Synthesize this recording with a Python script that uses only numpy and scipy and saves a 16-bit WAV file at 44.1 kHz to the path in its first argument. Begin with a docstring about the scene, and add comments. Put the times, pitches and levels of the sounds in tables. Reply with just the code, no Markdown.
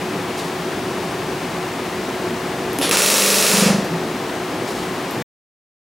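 """A big workshop fan is heard first: turbulent noise in two bands with wavering tones; cloth brushes past.
Steel clicks, soft nudges and one light tap follow, then a pneumatic rivet gun sets a rivet in an aluminium skin.
Its piston stutters, hammers about 25 times a second against the bucking bar, then runs out of air in dull strokes.
Every blow is a crack plus the decaying wash of sheet and room, with metal ringing and low lines in the buzz.
A gain control ducks the fan under the burst and lets it creep back."""
import sys
import numpy as np
from scipy import signal
from scipy.fft import rfft, irfft, next_fast_len
from scipy.io import wavfile
from scipy.ndimage import uniform_filter1d

SR = 44100
rng = np.random.default_rng(int(sys.argv[2]) if len(sys.argv) > 2 else 0)


def int16_out(signal):
    """Quantize to a 16-bit WAV file."""
    q = np.round(np.clip(np.atleast_2d(signal).T, -1, 1) * 32767)
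    wavfile.write(sys.argv[1], SR, q.astype(np.int16))


N = 257764
TIME = np.arange(N) / SR
AGE = np.arange(SR) / SR   # time since a hit [s]


def amp(db):
    """Logarithmic level: decibels to amplitude gain."""
    return 10 ** (np.asarray(db) / 20)


def rms_one(x):
    """Power normalisation: scale to rms 1."""
    return x / np.sqrt(np.mean(x ** 2) + 1e-20)


def energy_one(x):
    """Energy normalisation: scale to a mean energy of 1 per channel."""
    return rms_one(x) / np.sqrt(x.shape[-1])


def at_hz(points, hz):
    """Logarithmic pitch scale: interpolate a table over log frequency."""
    f, value = np.transpose(points)
    return np.interp(np.log(np.maximum(hz, 1)), np.log(f), value)


def coloured(x, spectrum):
    """Linear filtering: multiply the spectrum by a smooth gain curve."""
    length = x.shape[-1]
    size = next_fast_len(length + 4096)
    hz = np.arange(size // 2 + 1) * SR / size
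    gain = amp(at_hz(spectrum, hz))
    return irfft(rfft(x, size) * gain, size)[..., :length]


def drift(rate):
    """Low-passed random process: slow chance with spread 1, rate [Hz] setting its bandwidth."""
    step = 40   # samples between slow values
    r = np.exp(-2 * np.pi * rate * step / SR)
    white = rng.standard_normal(N // step + 2002)
    slow = signal.lfilter([1], [1, -2 * r, r * r], white)[2000:]   # without the filter's start
    return np.interp(np.arange(N) / step, np.arange(len(slow)), rms_one(slow))


def resonance(x, hz, width):
    """Damped resonator: a two-pole band-pass with gain 1 at its peak; width is the bandwidth [Hz]."""
    r = np.exp(-np.pi * width / SR)
    zeros = np.array([1, 0, -1]) * (1 - r * r) / 2
    poles = [1, -2 * r * np.cos(2 * np.pi * hz / SR), r * r]
    return signal.lfilter(zeros, poles, x + 1e-18)   # the tiny offset avoids denormal numbers


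def add(out, s, sound):
    """Superposition: mix a sound in at time s [s]."""
    at = round(s * SR)
    out[..., at:at + sound.shape[-1]] += sound[..., :N - at]


# Difference between two close microphone ports for the near gun: (frequency [Hz], side minus mid [dB])
GUN_WIDTH = [(60, -22.5), (110, -14.5), (200, -31), (400, -24.5), (700, -20), (2400, -29), (4400, -18),
             (15000, -18.5)]


def stereo_noise(size, width=GUN_WIDTH):
    """Partial coherence: two close ports hear nearly the same white noise."""
    mid, side = rng.standard_normal((2, size))
    return mid + coloured(side, width) * [[1], [-1]]


# Spectra of the fan's rushing air, low and high part: (frequency [Hz], relative density [dB per Hz])
FAN_LOW = [(30, -57.5), (45, -35), (58, -10), (76, -15), (100, -7.5), (170, -1), (230, -1.5), (300, 0.5),
           (350, 0.5), (420, -2), (520, -5), (600, -13.5), (780, -26.5), (1300, -90.5)]
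FAN_HIGH = [(350, -37), (600, -3.5), (708, -2), (768, -3), (823, -2.5), (957, -4.5), (1040, -4), (1470, -9),
            (1640, -8.5), (2400, -11.5), (3530, -16), (9760, -26.5), (15100, -33.5), (16000, -26)]
# Fan tones: (frequency [Hz], relative rms level [dB])
FAN_TONES = [(172.3, -42), (367.3, -33), (689.1, -43)]
# Difference between the ports for the far fan's noise: (frequency [Hz], side minus mid [dB])
FAN_WIDTH = [(60, -23.5), (170, -28.5), (380, -20), (700, -14), (1300, -12.5), (4400, -10.5), (15000, -8.5)]
# The fan stands to the left: (frequency [Hz], left minus right [dB])
FAN_SIDE = [(60, 0.0), (110, 0.0), (200, 0), (380, 1.0), (700, 2.0), (1290, 2.5), (2380, 2), (4400, 4.5),
            (8120, 2), (15000, 2.5)]


def fan(flutter_db, waver_db, phase_wander):
    """Turbulent flow noise and blade tones: fluttering broadband air, sines wavering in level and phase [rad]."""
    rumble = rms_one(coloured(stereo_noise(N, FAN_WIDTH), FAN_LOW))
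    rumble = rumble * amp(-27.5 + flutter_db * drift(rate=6.3))
    hiss = rms_one(coloured(stereo_noise(N, FAN_WIDTH), FAN_HIGH))
    hiss = hiss * amp(-28 + 0.14 * drift(rate=12))
    tones = np.zeros(N)
    for hz, db in FAN_TONES:
        phase = 2 * np.pi * hz * TIME + phase_wander * drift(rate=2.5)
        tones += amp(db + waver_db * drift(rate=7.8)) * np.sqrt(2) * np.sin(phase)
    left, right = rumble + hiss + tones
    # each port takes half of the level difference
    left = coloured(left, np.array(FAN_SIDE) * [1, .5])
    right = coloured(right, np.array(FAN_SIDE) * [1, -.5])
    return np.array([left, right])


# Sleeves and hose brushing past: (time [s], relative level [dB], decay time constant [s])
BRUSHES = [(0.373, -30, 0.056), (.44, -47, 0.053), (4.67, -33, 0.076), (4.758, -38.5, 0.11)]
# Spectrum of the brushing: (frequency [Hz], relative density [dB per Hz])
BRUSH_COLOUR = [(1000, -6), (3800, 9), (6500, 4), (10000, 0.5), (15500, -11.5)]


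def brushes(rise_s, grain_db):
    """Friction noise: contact pressure shapes coloured noise with a grainy level into short swishes."""
    pressure = np.zeros(N)
    for s, db, length in BRUSHES:
        add(pressure, s, amp(db) * (1 - np.exp(-AGE / rise_s)) * np.exp(-AGE / length))
    cloth = rms_one(coloured(stereo_noise(size=N), BRUSH_COLOUR))
    return pressure * amp(grain_db * drift(rate=110)) * cloth


# Decay of sheet and room: (frequency [Hz], time to fall by 60 dB [s])
DECAY = [(150, .6), (600, .64), (2500, .58), (6000, .5), (10000, .38), (15000, .33)]


def wash(build_s):
    """Diffuse reverberation: dense ringing of sheet and room builds up quickly, and the treble dies first."""
    white, hz = rfft(stereo_noise(size=SR)), np.arange(SR // 2 + 1)
    edges, out = np.geomspace(40, 17000, 25), 0
    for low, high in zip(edges, edges[1:]):
        band = irfft(white * ((hz >= low) & (hz < high)), SR)
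        fade = amp(-60 * AGE / at_hz(DECAY, np.sqrt(low * high)))
        build = 1 - np.exp(-AGE / build_s)
        # equal energy per Hz in every band
        out = out + energy_one(band * fade * build) * np.sqrt(high - low)
    return energy_one(out)


# Trigger and rivet set clicking: (time [s], relative level [dB], ring frequency [Hz])
CLICKS = [(2.7315, -19.5, 11800), (2.7870, -10.5, 10850), (2.8935, -9.5, 11000), (3.8460, -26, 12000),
          (5.1100, -25, 11770)]
# Filter curve of the clicks: (frequency [Hz], relative gain [dB])
CLICK_COLOUR = [(300, -6.5), (1200, 3.5), (4000, -2.5), (8000, -3.5), (13000, 0), (16000, -8.5)]


def clicks(snap_s, ring_db, ring_width, room_db):
    """Impulsive excitation: small steel parts snap together and ping high up; the wash answers."""
    out = np.zeros((2, N))
    for s, db, hz in CLICKS:
        snap = amp(db) * stereo_noise(size=SR // 10) * np.exp(-AGE[:SR // 10] / snap_s)
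        add(out, s, snap + amp(ring_db) * resonance(snap, hz, ring_width))
    out = coloured(out, CLICK_COLOUR)
    room = signal.fftconvolve(out, wash(build_s=0.0025), axes=1)[:, :N]
    return out + amp(room_db) * room


# the trigger is let go [s]; the air bleeds away over this time [s]
RELEASE_S, BLEED_S = 3.425, .43
STRIKE_PRESSURE = 0.48   # share of full pressure that the piston needs to reach the rivet


def pressure_at(s):
    """Reservoir discharge: air in the gun, 0-1, is full until the release, then bleeds away linearly."""
    return np.clip(1 - (s - RELEASE_S) / BLEED_S, 0, 1)


def force_at(s):
    """Work and kinetic energy: blow strength, 0-1, goes with piston speed, the root of the spare pressure."""
    spare = (pressure_at(s) - STRIKE_PRESSURE) / (1 - STRIKE_PRESSURE)
    return np.sqrt(np.clip(spare, 1e-6, .999))


# What misses the rivet shakes the panel: first felt stroke [s], cycle [s], panel pitch [Hz]
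SHUTTLE_S, SHUTTLE_CYCLE_S, SHUTTLE_HZ = 3.4915, .041, 192
# relative level if full pressure all went into the panel [dB]; time to the top of a push [s]
SHUTTLE_DB, SHUTTLE_RISE_S = 1.5, 0.011


def soft_strokes(count):
    """Energy sharing: thumps swell as the blows fail, then fade with the last air; rows as in NUDGES."""
    times = SHUTTLE_S + SHUTTLE_CYCLE_S * np.arange(count)
    missed = 1 - force_at(times) ** 2
    levels = SHUTTLE_DB + 20 * np.log10(pressure_at(times) * missed)
    return [(s, db, SHUTTLE_HZ, SHUTTLE_RISE_S) for s, db in zip(times, levels)]


# The gun nudges the panel as it starts and as it lifts off:
# (time [s], relative level [dB], pitch [Hz], rise time [s])
NUDGES = [(2.784, -18, 281, .012), (2.838, -22.5, 302, .012), (2.889, -19, 465, .011),
          (3.87, -21, 167.5, 0.083)]


def thumps(puff_db, puff_hz, puff_width, sharpness, room_db):
    """Forced vibration: a slow push swings the panel for a few cycles; exhaust puffs with it while there is air."""
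    swing, exhaust = np.zeros(N), np.zeros((2, N))
    for s, db, hz, rise_s in list(NUDGES) + soft_strokes(count=9):
        push = amp(db) * (AGE / rise_s * np.exp(1 - AGE / rise_s)) ** sharpness
        add(swing, s, push * np.sin(2 * np.pi * hz * AGE))
        add(exhaust, s, push * pressure_at(s) * stereo_noise(size=SR))
    for _ in range(2):
        exhaust = resonance(exhaust, puff_hz, puff_width)
    exhaust = amp(puff_db) * exhaust
    # the panel is close and nearly dry; the exhaust points away and comes back from the room
    to_room = amp(room_db) * swing + exhaust
    return swing + signal.fftconvolve(to_room, wash(build_s=0.0055), axes=1)[:, :N]


# The direct crack keeps the treble that the room loses: (frequency [Hz], relative gain [dB])
CRACK_COLOUR = [(300, -4), (1200, 0), (2700, 1.5), (5000, -3), (10000, -2), (13000, 1.5)]


def impact(crack_db, crack_s):
    """Direct and reverberant field: the crack of steel on rivet, crack_db relative to its wash."""
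    crack = energy_one(stereo_noise(size=SR) * AGE * np.exp(-AGE / crack_s))
    return amp(crack_db) * coloured(crack, CRACK_COLOUR) + wash(build_s=0.009)


TAP_S = 2.8140   # the set is still loose on the rivet
# Filter curve of the light tap: (frequency [Hz], relative gain [dB])
TAP_COLOUR = [(150, -18), (400, 3), (1500, -4.5), (2600, -2.5), (3500, 1.5), (4800, -5), (5400, -5.5),
              (9000, -11.5), (10000, -2.5), (11500, -8), (12200, -20.5), (16000, -22.5)]


def first_tap(level_db, crack_db):
    """Weak impact: one light blow before the set is seated, as a filtered crack and wash."""
    out = np.zeros((2, N))
    tap = coloured(impact(crack_db, crack_s=.00045), TAP_COLOUR)
    add(out, TAP_S, amp(level_db) * energy_one(tap))
    return out


# In the bass the bending wave of the skin outweighs the wash: (frequency [Hz], gain [dB])
BENDING = [(60, -9.5), (140, -16.5), (600, -10.5), (900, -17.5), (1500, -37.5)]


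def bending_wave(delay_s):
    """Dispersion: bending waves travel with the root of frequency, smearing a kick; delay_s is for 200 Hz."""
    hz = np.arange(SR // 2 + 1)
    kick = irfft(np.exp(-4j * np.pi * delay_s * np.sqrt(200 * hz)), SR)
    return coloured(kick, BENDING)


FIRST_BLOW_S = 2.9114
# piston cycle at full pressure [s]; how it lengthens as the hose pressure sags [s per s squared]
STROKE_S, STROKE_SAG = .0398, .006
# extra cycle time with the set loose and with the air gone [s]; time for the set to seat [s]
LOOSE_LAG_S, EMPTY_LAG_S, SEAT_S = .0195, .066, .0675
# a loose blow is weaker [dB] and duller [about dB per octave]; so is a blow short of air
LOOSE_DB, LOOSE_TILT_DB, WEAK_TILT_DB = -4.5, -2, -2


def blows(count):
    """Relaxation cycle: strokes quicken as the set seats and slow without air; rows (time [s], level [dB], tilt)."""
    s, rows = FIRST_BLOW_S, []
    for _ in range(count):
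        age, force = s - FIRST_BLOW_S, force_at(s)
        loose = np.exp(-(age / SEAT_S) ** 2)
        level = 20 * np.log10(force) + LOOSE_DB * loose
        tilt = LOOSE_TILT_DB * loose + WEAK_TILT_DB * (1 - force)
        rows.append((s, level, tilt))
        cycle = STROKE_S + STROKE_SAG * age ** 2
        s = s + cycle + LOOSE_LAG_S * loose + EMPTY_LAG_S * (1 - pressure_at(s))
    return rows


# Crack and wash give way to the bending wave in the bass: (frequency [Hz], gain [dB])
WASH_SHARE = [(300, -9), (550, -5), (850, 0)]
# The part of a blow that changes from one to the next: (frequency [Hz], gain [dB])
SCATTER = [(200, -17), (550, -12), (1300, -1), (3500, -5), (12000, -5)]
# Low lines strengthened in the hammering's buzz, near multiples of the blow rate:
# (frequency [Hz], bandwidth [Hz], relative gain [dB])
LOW_LINES = [(200, 30, -1), (430, 24, 6.5), (524, 20, 1), (562, 20, -3)]
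# Resonances of rivet set and bar: (frequency [Hz], bandwidth [Hz], relative gain [dB])
METAL = [(2665, 70, 1), (4240, 110, 0), (5000, 150, -2), (5600, 100, -2), (7040, 49, -4), (7570, 35, -3),
         (8600, 29, -3.5), (10000, 55, 3), (10200, 61, -2), (11100, 39, 1)]
# Filter curve over all the blows: (frequency [Hz], relative gain [dB])
BLOW_COLOUR = [(50, -40), (100, -5.5), (190, 13), (600, 8), (780, 1), (1100, 1.5), (1500, -1.5),
               (2600, 0.5), (3400, -1), (4400, 0), (7000, 1.5), (8200, -1.5), (9900, 0), (12500, -7.5),
               (16000, -9)]


def hammering(level_db, crack_db, metal_db):
    """Repeated impulse response: blows share one sound, plus a part that changes as the set shifts on the rivet."""
    response = coloured(impact(crack_db, crack_s=0.00051), WASH_SHARE) + bending_wave(delay_s=.035)
    shifted = coloured(np.array([wash(build_s=0.0011) for _ in range(3)]), SCATTER)
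    out = np.zeros((2, N))
    for s, db, tilt in blows(count=16):
        weights = energy_one(rng.standard_normal(len(shifted)))
        blow = response + np.tensordot(weights, shifted, axes=1)
        tilt_curve = [(600, 0), (1200, -2 * tilt), (16000, 2 * tilt)]
        add(out, s, amp(db) * coloured(blow, tilt_curve))
    low_buzz = sum(amp(db) * resonance(out, hz, width) for hz, width, db in LOW_LINES)
    ringing = sum(amp(db) * resonance(out, hz, width) for hz, width, db in METAL)
    struck = out + low_buzz + amp(metal_db) * ringing
    return amp(level_db) * rms_one(coloured(struck, BLOW_COLOUR))


def scene():
    """Superposition of sources: the fan behind, the gun close in front."""
    air = fan(flutter_db=1.0, waver_db=1.4, phase_wander=.7)
    cloth = brushes(rise_s=0.0042, grain_db=0.4)
    gun = clicks(snap_s=.0014, ring_db=7.0, ring_width=460, room_db=-3.5)
    gun = gun + thumps(puff_db=9.5, puff_hz=480, puff_width=480, sharpness=3.3, room_db=-14)
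    gun = gun + first_tap(level_db=16, crack_db=-10.2)
    gun = gun + hammering(level_db=-13.0, crack_db=-5.2, metal_db=-6.5)
    return air + cloth + gun


def gain_control(x, ceiling_db, window_s, release_db_per_s):
    """Dynamic range compression: loud sound above the bass turns the gain down quickly; it creeps back afterwards."""
    high_pass = signal.butter(2, 400, "high", fs=SR, output="sos")
    sensed = signal.sosfilt(high_pass, x)
    power = uniform_filter1d(np.mean(sensed ** 2, axis=0), max(int(window_s * SR), 1))
    excess = np.maximum(10 * np.log10(np.maximum(power, 1e-12)) - ceiling_db, 0)
    # a running peak that falls at the release rate
    recovery = release_db_per_s * TIME
    held = np.maximum.accumulate(excess + recovery) - recovery
    return x * amp(-uniform_filter1d(held, size=128))


STOP_S, CUTOFF_HZ = 5.225, 15750   # the sound is cut off here; top of the passband


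def record(dry):
    """Soft saturation and band limiting: gain control, rounded peaks, an abrupt stop and a steep top cut."""
    levelled = gain_control(dry, ceiling_db=-15, window_s=0.019, release_db_per_s=93.5)
    rounded = np.tanh(levelled) * (TIME < STOP_S)
    top_cut = signal.ellip(12, .1, 80, CUTOFF_HZ, fs=SR, output="sos")
    return signal.sosfilt(top_cut, rounded)


dry = scene()
out = record(dry)
int16_out(out)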